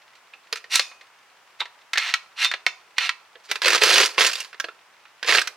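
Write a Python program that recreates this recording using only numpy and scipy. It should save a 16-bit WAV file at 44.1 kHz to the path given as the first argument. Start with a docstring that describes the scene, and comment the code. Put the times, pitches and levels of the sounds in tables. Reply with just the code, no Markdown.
"""A small, quiet room. A toy dart blaster is picked up from a mat and its slide is worked twice:
the strokes scrape along the rails by stick and slip, and four of the clacks set the spring ringing.
Then a hollow plastic magazine is pushed against it, rattling and scraping, and is set down with a
few knocks. Clacks and knocks are brief chatter between loose parts, coloured by the plastic shells."""
import sys
import numpy as np
from scipy import signal
from scipy.fft import rfft, irfft
from scipy.io import wavfile
from scipy.ndimage import uniform_filter1d

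SR = 44100
rng = np.random.default_rng(int(sys.argv[2]) if len(sys.argv) > 2 else 0)


def inscribe(sig):
    """Save sig as 16-bit PCM at rate SR to the path in sys.argv[1].

    A 1-D sig is mono; a 2-D sig holds one channel per row.
    Samples are clipped to [-1, 1] before scaling.
    """
    pcm = np.round(np.clip(np.atleast_2d(sig).T, -1, 1) * 32767)
    wavfile.write(sys.argv[1], SR, pcm.astype(np.int16))


N = 245284
TIME = np.arange(N) / SR
FFT_SIZE = 4096
HZ = np.maximum(np.fft.rfftfreq(FFT_SIZE, 1 / SR), 1)


def from_db(db):
    """Decibels to gain."""
    return 10 ** (np.asarray(db) / 20)


def rms_one(x):
    """Scale to unit rms."""
    return x / np.sqrt(np.mean(x ** 2) + 1e-20)


def evened(x, window_s):
    """Hold the running rms at 1, leaving the fine grain."""
    return x / np.sqrt(np.abs(uniform_filter1d(x * x, int(window_s * SR))) + 1e-12)


def at_hz(points, hz):
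    """Read a table on a log-frequency axis."""
    known_hz, values = np.transpose(points)
    return np.interp(np.log(hz), np.log(known_hz), values)


def add(track, start_s, sound):
    """Mix a sound into a track."""
    start = int(start_s * SR)
    track[start:start + len(sound)] += sound[:N - start]


def cut(x, hz, kind):
    """Third-order Butterworth filter."""
    return signal.sosfilt(signal.butter(3, hz, kind, fs=SR, output="sos"), x)


def coloured(x, gains_db):
    """Minimum-phase filter with gains on the HZ grid."""
    cepstrum = irfft(np.log(from_db(gains_db)))
    cepstrum[1:FFT_SIZE // 2] *= 2
    cepstrum[FFT_SIZE // 2 + 1:] = 0
    return signal.fftconvolve(x, irfft(np.exp(rfft(cepstrum))))[:len(x)]


def share_db(gains_db, low_hz, high_hz):
    """Share of a spectrum's power in one band."""
    power = from_db(gains_db) ** 2
    return 10 * np.log10(power[(HZ > low_hz) & (HZ < high_hz)].sum() / power.sum())


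# Each row: frequency in Hz, left-right correlation.
DIFFUSE_CORRELATION = [(60,0.46),(700,0.87),(2000,0.74),(4000,0.22),(8000,.1),(15000,0.11)]

def diffuse(count):
    """White stereo noise at two close microphones: alike in the lows and mids, barely in the treble."""
    mid, side = rfft(rng.standard_normal((2, count)))
    alike = at_hz(DIFFUSE_CORRELATION, np.fft.rfftfreq(count, 1 / SR) + 1)
    return irfft(np.sqrt(1 + alike) * mid + np.sqrt(1 - alike) * side * [[1], [-1]], count)


# Each row: frequency in Hz, relative noise density in dB.
ROOM_NOISE_SPECTRUM = [(15, -64.5), (25, -38), (105, -18), (263, -17), (309, -13), (695, -5), (1040, -1),
                       (1370, -2.5), (2910, -7), (4140, -14), (4870, -12.5), (5730, -14.5), (16000, -30)]

def room_noise(rms_db):
    """Steady, diffuse hush."""
    hush = np.array([coloured(channel, at_hz(ROOM_NOISE_SPECTRUM, HZ)) for channel in diffuse(N)])
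    return from_db(rms_db) * rms_one(hush)


# Each row: frequency in Hz, T60 of the tail in seconds.
ROOM_DECAY = [(300,0.47),(800,0.77),(2000,0.27),(5500,0.4),(14000,0.39)]

def room_echoes(x, early_db, early_t60_s, late_db=-19):
    """Quick reflections from things nearby, then a faint tail that dies sooner in the treble."""
    t = TIME[:SR // 2]
    gap_s = .003
    noise = diffuse(len(t)) * np.clip((t - gap_s) / .0026, 0, 1)
    edges_hz = np.geomspace(100, 16000, num=9)
    late = sum(cut(noise, [lo, hi], "band") * from_db(-60 * t / at_hz(ROOM_DECAY, np.sqrt(lo * hi)))
               for lo, hi in zip(edges_hz, edges_hz[1:]))
    early = diffuse(len(t)) * (t > gap_s) * from_db(-60 * t / early_t60_s)
    response = (from_db(early_db) * rms_one(early) + from_db(late_db) * rms_one(late)) / np.sqrt(len(t))
    return signal.fftconvolve(x[None], response, axes=1)[:, :N]


def microphones(x, left_lag_samples, scatter_db, scatter_hz):
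    """Direct sound in stereo; treble takes short detours that change as the toy moves."""
    left = np.interp(np.arange(N) - left_lag_samples, np.arange(N), x)
    treble = cut(x, scatter_hz, "high")
    knots_s = np.arange(0, TIME[-1], .03)
    detour_samples = range(5, 45, 4)
    weights = np.array([np.interp(TIME, knots_s, rng.standard_normal(len(knots_s)))
                        for _ in detour_samples])
    weights /= np.linalg.norm(weights, axis=0)
    side = sum(weight * np.roll(treble, lag) for weight, lag in zip(weights, detour_samples))
    return np.array([left, x]) + from_db(scatter_db) * side * [[1], [-1]]


def peak_db(hz, width_hz, lift_db):
    """Bell-shaped lift of one damped resonance."""
    return lift_db / (1 + (2 * (HZ - hz) / width_hz) ** 2)


def plastic_shell_db(colour, modes):
    """Response of a shell: a broad hump with resonances on it."""
    return at_hz(colour, HZ) + sum(peak_db(*mode) for mode in modes)


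def driven_mode(hz, width_hz):
    """A damped resonance under random drive: its phase wanders as fast as it is wide."""
    wander = np.cumsum(rng.standard_normal(N)) * np.sqrt(2 * np.pi * width_hz / SR)
    return np.sin(2 * np.pi * hz * TIME + uniform_filter1d(wander, size=40))


def hand_effort(t, start_s, attack_s, hold_s, release_s):
    """A hand movement, 0 to 1: it builds as a power of time, holds and dies away."""
    rise = np.clip((t - start_s) / attack_s, 0, 1) ** 1.68
    return rise * np.exp(-np.clip((t - start_s - attack_s - hold_s) / release_s, 0, 20))


def stick_slip(slips_per_s, spread_db, ring_s, points=8):
    """Random clicks of uneven size at several contact points, each with its own short ring."""
    sizes = from_db(spread_db * np.minimum(rng.exponential(1, N), 4)) * rng.choice([-1, 1], N)
    clicks = sizes * (rng.random(N) < slips_per_s / SR)
    point = rng.integers(points, size=N)
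    rings = rng.standard_normal((points, FFT_SIZE)) * np.exp(-TIME[:FFT_SIZE] / ring_s)
    rubbed = sum(signal.oaconvolve(clicks * (point == k), ring)[:N] for k, ring in enumerate(rings))
    mean_power = np.mean(np.abs(rfft(rings)) ** 2, axis=0)
    return coloured(rubbed, -10 * np.log10(mean_power))   # together the points favour no pitch


def clacks(rows, shell_db, ring_width_hz, rise_s, contact_s, ripple_db):
    """Each clack is a few ms of chatter between loose parts, coloured by where the shell is hit."""
    out, t = np.zeros(N), TIME[:FFT_SIZE]
    firm_db, longest_contact_s, level_window_s = -12, .006, .005
    noises = rng.standard_normal((len(rows), FFT_SIZE))
    ripple_hz = np.geomspace(250, 16000, num=48)
    ripples = ripple_db * rng.standard_normal((len(rows), len(ripple_hz)))   # no two blows alike
    thud_band = at_hz([(100, .49), (270, .12), (390, 1), (520, .9), (950, .033)], HZ)
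    edge_band = at_hz([(3500, .013), (6500, 1)], HZ)
    for (start_s, db, hz, lift_db, thud_db, edge_db), noise, ripple in zip(rows, noises, ripples):
        linger = from_db(firm_db - db) ** .37   # softer blows chatter longer
        force = noise * np.exp(-t / min(contact_s * linger, longest_contact_s))
        force *= 1 - np.exp(-t / rise_s)   # the plastic gives as contact builds
        force_db = 10 * np.log10(uniform_filter1d(np.abs(rfft(force)) ** 2, size=40) + 1e-9)
        gains_db = shell_db + np.interp(HZ, ripple_hz, ripple) + peak_db(hz, ring_width_hz, lift_db)
        thud_trim_db = thud_band * (thud_db - share_db(gains_db, 200, 700))
        edge_trim_db = edge_band * (edge_db - share_db(gains_db, 5000, 14000))
        # The blow is whitened, so the shell gives the colour.
        clack = coloured(force, gains_db + thud_trim_db + edge_trim_db - force_db)
        add(out, start_s, from_db(db) * clack * np.sqrt(level_window_s * SR / np.sum(clack ** 2)))
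    return out


def grip_ticks(shell_db, rms_db):
    """The plastic ticks faintly in the hand."""
    ticks = stick_slip(slips_per_s=25, spread_db=-2.5, ring_s=.0063)
    return from_db(rms_db) * rms_one(coloured(ticks, shell_db))


# Pressing lowers the case's boom. Each row: frequency in Hz, gain in dB.
BOOM_SPECTRUM = [(30,8), (70,4.5), (140,-2), (240,-4.5), (320,9), (450,0), (680,2)]
# Each row: start, attack, hold and release in seconds, level in dB, relative edge and boom in dB.
PUSHES = [(3.428,.022,.012,0.0089,-53,2,-26.5), (3.478,0.026,0.0045,0.034,-34.5,-8.5,-11),
          (3.61,0.04,0.12,0.019,-20.5,-9.5,-14.5), (3.805,0.015,0.21,.032,-19,-4,-13),
          (4.171,0.017,0.065,.050,-20.5,-3.5,-14.5), (4.362,.025,0.025,0.024,-40.5,-2,-41),
          (5.250,.036,0.1,0.022,-20.5,-7.5,-14.5)]

def magazine_scrape(shell_db):
    """Ribs catch and let go in coarse slips; firm pushes make the hollow case boom."""
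    rasp = coloured(stick_slip(slips_per_s=900, spread_db=0, ring_s=.0015), shell_db)
    body = evened(cut(rasp, [700, 5200], "band"), window_s=.018)
    edge = evened(cut(rasp, 5230, "high"), window_s=.012)
    boom = evened(cut(coloured(rasp, at_hz(BOOM_SPECTRUM, HZ)), [45, 680], "band"), window_s=.023)
    out = np.zeros(N)
    for *timing, db, edge_db, boom_db in PUSHES:
        push = hand_effort(TIME, *timing)
        edge_gain = from_db(edge_db) * push ** .96   # dies last as the push eases
        boom_gain = from_db(boom_db) * push ** 1.9   # dies first
        out += from_db(db) * (push * body + edge_gain * edge + boom_gain * boom)
    return out


def rattle_rows(per_push=18, knocks_per_s=50, low_hz=1300, high_hz=3600):
    """Small random knocks for clacks(): the magazine jiggles as hard as it is pushed."""
    over_scrape_db, spread_db = 1, 1.5
    lift_db, thud_db, edge_db = 10, -18, -2.5
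    rows = []
    for *timing, push_db, _, _ in PUSHES:
        jitter, pitch = rng.random((2, per_push))
        starts_s = np.minimum(timing[0] + (np.arange(per_push) + jitter) / knocks_per_s, TIME[-1])
        effort_db = 20 * np.log10(hand_effort(starts_s, *timing) + 1e-6)
        levels_db = push_db + over_scrape_db + effort_db - spread_db * rng.standard_normal(per_push)
        rings_hz = low_hz * (high_hz / low_hz) ** pitch
        rows += [(*knock, lift_db, thud_db, edge_db) for knock in zip(starts_s, levels_db, rings_hz)]
    return rows


# Each row: frequency in Hz, gain in dB.
MAGAZINE_SHELL_SPECTRUM = [(30,-44),(140,-27.5),(240,-23.5),(340,-11.5),(450,-2),(750,-9),(1400,-2),(2400,0.5),(4700,-3),(7500,-18.5),(11000,-25),(16000,-34)]
# Each row: frequency in Hz, width in Hz, lift in dB.
MAGAZINE_SHELL_MODES = [(407,120,3.7),(466,78,3),(714,70,3.8),(1030,58,4.8),(1315,44,3.8),(1730,320,2.9),(2630,480,2.9),(3370,220,1.55),(4270,550,0.93)]
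# Each row: start in seconds, level in dB, ring in Hz, its lift in dB, thud in dB, edge in dB.
MAGAZINE_HITS = [(.526,-18.5,4400,5.5,-13.5,-5), (3.354,-40,1780,8,-0.5,-40), (3.513,-16,1750,3,-21.5,-7),
                 (3.556,-22.5,1780,4.5,-17.5,-11.5), (3.618,-18.5,1580,8,-21,-8),
                 (3.643,-19.5,4100,15,-32,-15), (3.658,-14.5,2660,12,-5.5,-8), (3.669,-15,2220,9,-23,-10),
                 (3.681,-12,2030,7,-39,-8), (3.731,-15.5,1680,6,-20,-4), (3.747,-13.5,1330,15,-14,-7),
                 (3.819,-11.5,1920,2,-7.5,-29), (3.836,-9.5,2940,7,-8,-3), (3.9,-15,3250,15,-16,-3),
                 (3.91,-16.5,2490,15,-20,-20), (3.958,-12,2650,6,-30,-8), (3.939,-12,3500,14,-12,-3),
                 (3.981,-9.5,2640,6,-15,-5), (4.0,-13,3600,4,-6,-14), (4.031,-13.5,2380,2,-20,-12),
                 (4.058,-17,4970,6,-33,4.5), (4.145,-38,2440,9,-24,-9), (4.159,-40.5,1680,16,-6,-15),
                 (4.18,-13,1030,9,-12.5,-36), (4.186,-13.5,2700,10,-38,-37), (4.208,-12,2760,2,-19,-11),
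                 (4.218,-13.5,1950,11,-37,-24), (4.265,-14.5,2800,13,-42,1), (4.332,-23,2820,14,-35,-1.5),
                 (4.354,-23.5,3550,16,-32,-3), (4.403,-24.5,2790,20,-44,-0.5), (4.446,-36,1970,0,-34,-8),
                 (4.529,-36.5,1400,14,-21,-17), (4.544,-38.5,2020,6,-12,-20), (4.599,-19,1580,7,-28,-8),
                 (4.642,-24,1570,10,-7,-20.5), (4.685,-30.5,1387,15,-4,-27),
                 (5.054,-44.5,1300,13,-35.5,-37), (5.228,-22.5,1690,9,-21,-13),
                 (5.245,-26.5,1730,6,-11,-15), (5.284,-16.5,2000,5,-17,-13), (5.292,-16.5,1750,5,-23,-10),
                 (5.303,-18,2180,14,-27,-22), (5.322,-13.5,2080,11,-34,-32),
                 (5.348,-11.5,1650,11.5,-11,-13), (5.382,-12.5,2170,7,-23,-49), (5.415,-19,1550,12,-28,-5),
                 (5.473,-21.5,1540,8.5,-39,-6)]

def magazine():
    """The hollow case knocks, rattles and scrapes."""
    shell_db = plastic_shell_db(MAGAZINE_SHELL_SPECTRUM, MAGAZINE_SHELL_MODES)
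    rows = list(MAGAZINE_HITS) + rattle_rows()
    knocks = clacks(rows, shell_db, ring_width_hz=400, rise_s=.00045, contact_s=.0046, ripple_db=3)
    return knocks + magazine_scrape(shell_db)


# Each row: frequency in Hz, width in Hz, level in dB.
CATCH_RESONANCES = [(8320,280,-18.5), (10400,600,-23.5), (13200,1200,-34)]

def catch_zing(centre_s=.758, spread_s=.0035):
    """The catch snaps in and briefly feeds a few high, narrow resonances."""
    swell = np.exp(-np.minimum(((TIME - centre_s) / spread_s) ** 2, 20))
    return swell * sum(from_db(db) * driven_mode(hz, width_hz) for hz, width_hz, db in CATCH_RESONANCES)


# Each row: frequency in Hz, relative level in dB, T60 in seconds.
SPRING_RESONANCES = [(1260,-16,0.81),(2500,-9,0.65),(3567,4.5,0.24),(4640,-8.5,0.36),(5141,3,0.2),(5760,-2,.23),(6270,-7.5,0.41),(6907,-7.5,0.28)]
# Each row: start in seconds, level in dB.
SPRING_HITS = [(0.756,-39.5),(0.796,-36.5),(2.445,-41),(2.665,-43.5)]
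# A note the catch stops: start and stop in seconds, frequency in Hz, level in dB, T60 in seconds.
STOPPED_NOTE = (2.447, 2.514, 3628, -25, .5)

def spring_ring():
    """The jolted steel spring rings on after the plastic, its modes in close, beating pairs."""
    out, t = np.zeros(N), TIME[:SR]
    for start_s, jolt_db in SPRING_HITS:
        for hz, db, t60_s in SPRING_RESONANCES:
            beat_hz = rng.uniform(37, 70)
            pair = np.sin(2 * np.pi * hz * t) + .6 * np.sin(2 * np.pi * (hz + beat_hz) * t)
            add(out, start_s, from_db(jolt_db + db - 60 * t / t60_s) * pair)
    start_s, stop_s, hz, db, t60_s = STOPPED_NOTE
    damping = np.exp(-np.maximum(t - (stop_s - start_s), 0) / .0043)
    add(out, start_s, from_db(db - 60 * t / t60_s) * damping * np.sin(2 * np.pi * hz * t))
    return out


# Each row: frequency in Hz, width in Hz, relative level in dB.
RAIL_RESONANCES = [(1975,340,-6.5), (2703,180,3), (4120,200,-1), (5680,180,-0.5), (8830,500,-9.5),
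                   (11060,770,-15)]
# Each row: start, attack, hold and release in seconds, level in dB, relative edge and squeal in dB.
STROKES = [(0.694,0.049,0.011,0.033,-24.5,-1,-2.5), (1.592,0.012,0.0047,0.01,-31.5,-11,-21),
           (1.97,0.011,0.12,0.029,-29,-12,-11), (2.354,0.073,0.027,0.016,-23.5,-8.5,-3.5),
           (2.955,0.066,0.044,0.017,-28,-11,-4.5)]

def slide_scrape(shell_db, edge_hz=5000):
    """The slide rasps and squeals along its rails; a stroke with more edge wakes the high resonances."""
    rasp = coloured(stick_slip(slips_per_s=3500, spread_db=2.5, ring_s=.0008), shell_db)
    low_rasp = evened(cut(rasp, 4400, "low"), window_s=.033)
    high_rasp = evened(cut(rasp, 5930, "high"), window_s=.012)
    notes = [(hz, from_db(db) * driven_mode(hz, width_hz)) for hz, width_hz, db in RAIL_RESONANCES]
    low_squeal = sum(note for hz, note in notes if hz < edge_hz)
    high_squeal = sum(note for hz, note in notes if hz >= edge_hz)
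    out = np.zeros(N)
    for *timing, db, edge_db, squeal_db in STROKES:
        body = low_rasp + from_db(squeal_db) * low_squeal
        edge = high_rasp + from_db(squeal_db) * high_squeal
        out += from_db(db) * hand_effort(TIME, *timing) * (body + from_db(edge_db) * edge)
    return out


# Each row: frequency in Hz, gain in dB.
BLASTER_SHELL_SPECTRUM = [(30,-59),(170,-40.5),(330,-29.5),(700,-17.5),(1300,-6),(2200,1.5),(4000,-4.5),(6000,-14),(8000,-22),(11000,-31),(16000,-40.5)]
# Each row: frequency in Hz, width in Hz, lift in dB.
BLASTER_SHELL_MODES = [(726,120,5),(994,120,6),(1330,64,8),(1937,370,3.5),(2650,590,1),(3600,160,4),(4260,460,5.5),(5870,300,5),(8930,280,1)]
# Each row: start in seconds, level in dB, ring in Hz, its lift in dB, thud in dB, edge in dB.
BLASTER_HITS = [(.153,-49.5,3000,2,-27,-8), (.336,-37.5,2630,18.5,-40,-24), (.557,-29,1330,8,-40,-7),
                (.571,-33.5,2540,6,-42,-5), (.641,-36.5,1830,10,-9,-16), (.756,-10.5,3810,17,-25,3),
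                (.795,-12.5,4400,6,-15.5,-8.5), (.915,-41,1100,14,-12,-34), (1.011,-41.5,1920,6,-12,-13),
                (1.605,-19,3830,18.5,-20,-21), (1.615,-24,980,17,-12.5,-47), (1.655,-34.5,1820,6,-14,-18),
                (1.933,-17.5,2110,2.5,-34,-10.5), (1.956,-21,1680,15,-17,-19), (1.974,-15,1900,5,-27,-18),
                (1.98,-14,1760,7.5,-19,-9), (2.139,-11.5,1330,3.5,-33.5,-11),
                (2.446,-15.5,3600,11,-31,-7.5), (2.514,-19.5,1590,10.5,-21,-16.5),
                (2.538,-19.5,2000,3,-8.5,-20.5), (2.6645,-11,2200,6.5,-17,-14.5),
                (2.982,-13,2550,0,-29.5,-13.5), (3.008,-23,2900,9,-27,-27),
                (3.092,-14.5,1320,0.5,-49,-16.5)]

def blaster():
    """Clacks, slide and grip sound through one shell; spring and catch ring on their own."""
    shell_db = plastic_shell_db(BLASTER_SHELL_SPECTRUM, BLASTER_SHELL_MODES)
    hits = clacks(BLASTER_HITS, shell_db, ring_width_hz=450, rise_s=.00025, contact_s=.0036, ripple_db=1)
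    return hits + slide_scrape(shell_db) + spring_ring() + catch_zing() + grip_ticks(shell_db, rms_db=-65)


# Where the toy is held. Each row: time in seconds, left minus right in dB.
BALANCE = [(.5,-3),(.8,-1),(2.0,-1.5),(2.6,-2),(3.0,-4),(4.0,-3),(4.6,-4),(5.4,-4)]

def scene():
    """Blaster and magazine close to the microphones, a little to the right, in a quiet room."""
    blaster_mono, magazine_mono = blaster(), magazine()
    toy = microphones(blaster_mono, left_lag_samples=0, scatter_db=-11, scatter_hz=4800)
    toy += room_echoes(blaster_mono, early_db=-9.5, early_t60_s=.12)
    toy += microphones(magazine_mono, left_lag_samples=1, scatter_db=-7.5, scatter_hz=4350)
    toy += room_echoes(magazine_mono, early_db=-15, early_t60_s=.14)
    balance_db = np.interp(TIME, *np.transpose(BALANCE))
    toy *= from_db(balance_db * [[.5], [-.5]])
    return toy + room_noise(rms_db=-55.5)


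def record(dry):
    """Round only the highest peaks, then low-pass at 16 kHz."""
    rounded = dry / (1 + dry ** 8) ** (1 / 8)
    return signal.sosfiltfilt(signal.ellip(8, .05, 60, 16000, fs=SR, output="sos"), rounded)


dry = scene()
out = record(dry)
inscribe(out)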